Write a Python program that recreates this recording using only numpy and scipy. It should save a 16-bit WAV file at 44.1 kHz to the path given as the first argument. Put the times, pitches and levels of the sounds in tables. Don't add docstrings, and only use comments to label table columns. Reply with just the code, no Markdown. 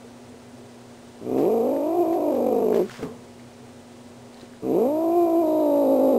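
import sys
import numpy as np
from scipy import signal
from scipy.fft import rfft, irfft, next_fast_len
from scipy.io import wavfile
from scipy.ndimage import uniform_filter1d, map_coordinates

SR = 44100
rng = np.random.default_rng(int(sys.argv[2]) if len(sys.argv) > 2 else 0)


def linear_from_db(decibels):
    return 10 ** (np.asarray(decibels, float) / 20)


def pcm_store(signal):
    levels = np.round(np.clip(np.atleast_2d(signal), -1, 1) * 32767)
    wavfile.write(sys.argv[1], SR, levels.astype(np.int16).T)


N = 272538
T = np.arange(N) / SR


def evened(x):
    return x / np.sqrt(np.mean(x ** 2) + 1e-20)


def curve(rows, column):
    rows = np.array(rows)
    return np.interp(T, rows[:, 0], rows[:, column])


def colour(x, points):
    hz, db = np.transpose(points)
    grid = np.abs(np.fft.fftfreq(8192, 1 / SR))
    log_gain = np.log(linear_from_db(np.interp(np.log(grid + 1), np.log(hz + 1), db)))
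    taps = np.fft.ifft(np.exp(np.conj(signal.hilbert(log_gain)))).real[:4096]
    return signal.oaconvolve(x, taps)[:N]


def resonate(x, hz, width):
    turn = np.exp(2j * np.pi * hz * T)
    r = np.exp(-np.pi * width / SR)
    return 2 * (turn * signal.lfilter([(1 - r) ** 2], [1, -2 * r, r * r], x / turn)).real


def drift(hz):
    return evened(signal.sosfilt(signal.butter(2, hz, fs=SR, output="sos"), rng.standard_normal(N)))


def swell(s, db, rise_s, fall):
    return linear_from_db(db - np.where(T < s, 30 * (s - T) / rise_s, fall * (T - s)))


def sine(hz, turns=0):
    return np.sqrt(2) * np.sin(2 * np.pi * (hz * T + turns))


def background():
    # pitch_hz, level_db
    hiss_colour = [(25, -19), (70, -16), (110, -17), (170, -11.5), (400, -12.5), (650, -10), (1100, -18),
                   (2000, -23), (5000, -27), (9500, -28.5)]
    # multiple of the mains pitch, level_db
    hum_lines = [(2, -58), (3, -73), (4, -49), (6, -64.5), (8, -61), (9, -59), (10, -65), (12, -66.5),
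                 (14, -70), (16, -67)]
    # pitch_hz, width_hz, level_db
    drone_bands = [(95.3, 11, -59.5), (126.2, 11, -59), (256.8, 36, -56), (360, 36, -58),
                   (407.4, 12.4, -59), (427, 44, -63), (687, 93, -65.5)]
    # pitch_hz, level_db
    clock_lines = [(2000, -73), (3000, -79), (4000, -78.5), (5000, -81), (6000, -79.5), (7000, -87),
                   (8000, -79)]
    mains_hz = 60
    hiss = linear_from_db(-49.5 + 0.42 * drift(18)) * evened(colour(rng.standard_normal(N), hiss_colour))
    hum = sum(linear_from_db(db + 0.46 * drift(8.7)) * sine(k * mains_hz, rng.random()) for k, db in hum_lines)
    drone = sum(linear_from_db(db) * evened(resonate(rng.standard_normal(N), hz, width)) for hz, width, db in drone_bands)
    clock = sum(linear_from_db(db) * sine(hz) for hz, db in clock_lines)
    return hiss + hum + drone + clock


def room(x):
    level_db, t60_s = -16, .3
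    t = T[:SR // 2]
    sparse = rng.choice([-1., 1.], len(t)) * (rng.random(len(t)) < .05)
    taps = sparse * linear_from_db(-60 * t / t60_s) * (t > .004)
    return linear_from_db(level_db) * signal.oaconvolve(x, taps / np.linalg.norm(taps))[:N]


def rustle():
    # peak_s, level_db, rise_s, fall_db_per_s
    slides = [
        (1.38, -46, .012, 190),
        (2.132, -46.5, .01, 380),
        (2.356, -49.5, .12, 900.5),
        (2.746, -41, 0.031, 230),
        (2.891, -49.5, 0.32, 400),
        (2.909, -43.5, 0.046, 32),
        (3.028, -53, 0.012, 300),
        (4.382, -57, 0.19, 900),
        (4.41, -54, .015, 142),
    ]
    # pitch_hz, level_db
    cloth = [(300, -14), (800, -4.5), (1550, -3.5), (2400, -7), (5800, -13.5), (10000, -21.5)]
    stop_s, stop_db_per_s = 3.03, 280
    level = 0
    for row in slides:
        stopping = stop_db_per_s * np.maximum(T - stop_s, 0) * (row[0] < stop_s)
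        level = level + swell(*row) * linear_from_db(-stopping)
    grains = rng.standard_normal(N) * linear_from_db(2.8 * drift(200))
    return level * evened(colour(grains, cloth))


def thump():
    # peak_s, level_db, rise_s, fall_db_per_s
    thuds = [
        (2.996, -32, 0.013, 190),
        (3.03, -30.5, 0.01, 164),
        (3.12, -57, 0.022, 52),
    ]
    # pitch_hz, level_db
    padding = [(40, -59), (90, -13.5), (200, -4.5), (270, -3.5), (330, -28), (440, 0), (600, -17.5),
               (1000, -18.5), (2500, -46)]
    uneven = rng.standard_normal(N) * linear_from_db(0.63 * drift(64))
    return evened(colour(uneven, padding)) * sum(swell(*row) for row in thuds)


def knocks_and_ticks():
    # start_s, peak_db, pitch_hz
    ticks = [(1.38, -37, 1800), (1.4206, -37, 2370), (1.453, -32, 2470), (1.765, -33.5, 1780),
             (2.1288, -37, 2000), (2.3261, -43, 2645), (2.7275, -28, 1500), (2.7444, -27, 1625),
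             (2.8972, -28, 1554), (2.902, -33, 1500), (2.9076, -33, 1590), (2.9163, -34, 1517),
             (3.03, -36, 1250), (3.031, -34, 2100), (3.3968, -37.5, 2030), (4.344, -38, 4220),
             (4.372, -43, 3950), (4.3984, -40, 3880), (4.4099, -39, 3810), (4.415, -38, 4100),
             (4.4214, -51, 2010), (4.536, -37.5, 1566)]
    # start_s, peak_db, pitch_hz, ring_cycles
    knocks = [(0.046, -36.5, 462, 22), (.305, -40, 442, 14), (.34, -38.5, 445, 19), (2.992, -33, 443, 2.5),
              (3.0229, -31, 298, 2.5), (3.0274, -20.5, 322, 3.7), (3.046, -32, 400, 3.5),
              (3.069, -29, 260, 3), (3.629, -38.5, 444, 21), (4.43, -34, 350, 7.3)]
    tick_ring_s = .0028
    out = np.zeros(N)
    for s, db, hz, cycles in [(*row, tick_ring_s * row[-1]) for row in ticks] + list(knocks):
        u = T[:2000] * hz
        part = out[round(s * SR):][:2000]
        part += linear_from_db(db) * np.sin(2 * np.pi * u) * np.exp(-3 * u / max(cycles, 1)) * np.minimum(6.2 * u, 1)
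    return out


def surges():
    # slip_s, build_up_s, level_db, pitch_hz
    pushes = [(1.74, 0.0987, .5, 15.82), (1.915, 0.038, 1, 11.4), (2.02, 0.0603, 5.5, 26.74),
              (2.17, .11, 2.5, 42.8), (2.305, .11, 1.5, 36.3), (2.56, 0.061, 0.5, 8.2),
              (5.19, 0.077, 2.5, 8.9), (5.24, 0.04, 3, 6), (5.415, 0.0887, 3, 23.5), (5.625, .17, .5, 13.9),
              (5.825, 0.22, 1, 11.2), (5.94, 0.0764, 2, 12.1), (6.054, 0.055, 1, 10), (6.115, .13, 1, 21)]
    slip_s, full_at = .02, .65
    shape = np.array([np.interp(T, [s - up, s, s + slip_s], [0, 1, 0]) for s, up, *_ in pushes])
    db, hz = np.array(pushes)[:, 2:].T
    return db @ np.minimum(shape / full_at, 1), hz @ shape


def fold_motion(hz, flutter_hz, depth, rough):
    flutter = 2 * np.pi * np.cumsum(flutter_hz * (1 + .14 * rough * drift(25))) / SR
    depth = np.clip(depth * (1 + .5 * rough * drift(30)), 0, 1.5)
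    swing = np.sin(flutter) - .35 * np.sin(2 * flutter) + .15 * np.sin(3 * flutter)
    phase = 2 * np.pi * np.cumsum(hz * (1 + .09 * rough * drift(70))) / SR + .9 * depth * swing
    strength = np.exp(.48 * depth * np.cos(flutter) + .36 * rough * drift(150))
    return phase, strength


def head(x):
    # pitch_hz, level_db
    muffle = [(60, -16.5), (140, -19.5), (195, -8), (260, -7.5), (345, 3), (385, 2), (447, 1.5),
              (600, -0.5), (660, -1.5), (750, -4.5), (812, -11), (880, -5.5), (1250, -19.5), (1800, -43.5)]
    # pitch_hz, turn_radians
    lead = [(600, 0), (900, 1.6)]
    # pitch_hz, width_hz, level_db
    cavities = [(244, 100, -5.5), (437.4, 48, -1.5), (734, 69, -4)]
    size = next_fast_len(N)
    hz = np.fft.rfftfreq(size, 1 / SR)
    muffle_hz, muffle_db = np.transpose(muffle)
    gain = linear_from_db(np.interp(np.log(hz + 1), np.log(muffle_hz), muffle_db))
    x = irfft(rfft(x, size) * gain * np.exp(1j * np.interp(hz, *np.transpose(lead))), size)[:N]
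    return x + sum(linear_from_db(db) * resonate(x, f, width) for f, width, db in cavities)


def voiced(phase, strength, pressed_db, since):
    folds_db = [-3, -3.5, -10.5, -18, -19, -35, -27.5, -40, -48, -74]
    loose = np.exp(-since / .072)
    folds = -sum(linear_from_db(db + pressed_db * (k - 1)) * np.cos(k * phase) for k, db in enumerate(folds_db, 1))
    folds -= (linear_from_db(8 * loose) - 1) * linear_from_db(folds_db[0]) * np.cos(phase)
    voice = head(strength * folds)
    power = uniform_filter1d(uniform_filter1d(voice ** 2, 1600), 1600)
    voice /= np.sqrt(np.abs(power) + 1e-12)
    closing = strength * np.real(1 / (1 - .9 * np.exp(1j * phase)))
    sinus_db = -30 + 8 * loose - 11.3 * (T > 5.47 - 0.036)
    return voice + linear_from_db(sinus_db) * resonate(closing, 2406, 144)


def yowl(rows, ends, breath_db, attack_db):
    # pitch_hz, width_hz, level_db
    nose = [(1134, 260, 0.5), (2450, 760, -10), (6330, 1200, -18)]
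    start = rows[0][0]
    end, steady, shaky = ends
    hz, level_db, flutter_hz, depth = (curve(rows, k) for k in range(1, 5))
    push_db, push_hz = surges()
    release_s = 0.058
    since = np.maximum(T - start, 0)
    slack = np.clip((T - end) / release_s, 0, 1)
    attack = np.exp(-since / 0.062)

    pressed_db = 0.96 - np.log2(hz / 307) - 0.53 * push_db - 19 * slack - 2.5 * attack
    rough = steady + shaky * depth + .2 * np.exp(-since / .2)
    rough = rough * (1 - .07 * push_db) * (1 - slack) ** .5
    depth = (depth - 0.062 * push_db) * np.clip((end + .03 - T) / .06, 0, 1)
    hz = (hz + push_hz) * (1 + 0.293 * slack ** 1.5)
    level_db = level_db + attack_db * attack + push_db - 17 * slack ** 1.5
    breath_db = breath_db - 0.92 * push_db + 9.5 * np.exp(-since / 0.1)

    phase, strength = fold_motion(hz, flutter_hz, depth, rough)
    voice = voiced(phase, strength, pressed_db, since)
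    puffs = strength * (1 + 0.97 * np.cos(phase)) * rng.standard_normal(N)
    breath = evened(sum(linear_from_db(db) * resonate(puffs, f, width) for f, width, db in nose))
    wheeze = swell(5.47, -61, 0.036, .7) * evened(resonate(puffs, 3850, 350))
    opening = np.clip((T - start + .004) / .008, 0, 1)
    closing = np.clip((end + release_s + .012 - T) / .015, 0, 1)
    return opening * closing * (linear_from_db(level_db) * (voice + linear_from_db(breath_db) * breath) + wheeze)


def scene():
    # time_s, pitch_hz, level_db, flutter_hz, flutter_depth (0 none, about 1 strong)
    yowls = [
        [(1.208, 111.2, -26, 58.68, 0.58), (1.417, 141.3, -18.5, 58.4, 0.3), (1.505, 220, -19, 52.46, .48),
         (1.61, 235.7, -21, 52.93, 0.5), (1.806, 283.3, -24, 51, 0.48), (1.95, 340, -23, 50.6, 0.46),
         (2.2, 294.7, -24, 49.7, 0.68), (2.335, 252.6, -22.5, 50.12, 0.86), (2.77, 173.3, -19, 53.26, 1.11)],
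        [(4.624, 124, -26.5, 62.03, 0.64), (4.71, 132.3, -20, 62.7, 0.44), (4.814, 219.8, -18, 56.5, 0.36),
         (4.914, 298, -23, 57.6, 0.14), (5.024, 330, -22, 54.5, 0.32), (5.2, 343.9, -19.5, 55.46, 0.27),
         (5.45, 315.5, -21, 54.87, 0.31), (5.87, 266.2, -19.5, 54.22, .52), (6.17, 242.3, -18.5, 53.47, .62)],
    ]
    # release_s, roughness when steady, roughness per flutter depth
    ends = [
        (2.81, .32, .15),
        (6.5, -.05, .55),
    ]
    breaths_db = [-32, -35]
    attacks_db = [-15.5, -3.5]
    near = rustle() + thump() + knocks_and_ticks()
    near += sum(yowl(*call) for call in zip(yowls, ends, breaths_db, attacks_db))
    return (near + room(near) + background())[None]


def roll_off(x):
    return signal.sosfilt(signal.butter(12, 16880, fs=SR, output="sos"), x)


def record(dry):
    camera_rate, camera_edge_hz, upper_edge_hz = 32000, 10000, 15740
    limited = signal.oaconvolve(dry[0], signal.firwin(401, camera_edge_hz, fs=SR), "same")
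    held = np.floor(np.arange(N) * camera_rate / SR) * SR / camera_rate
    x = map_coordinates(limited, [held], order=3, mode="nearest")
    x = signal.oaconvolve(x, signal.firwin(1201, upper_edge_hz, window=("kaiser", 10), fs=SR), "same")
    return roll_off(x[None])


dry = scene()
out = record(dry)
pcm_store(out)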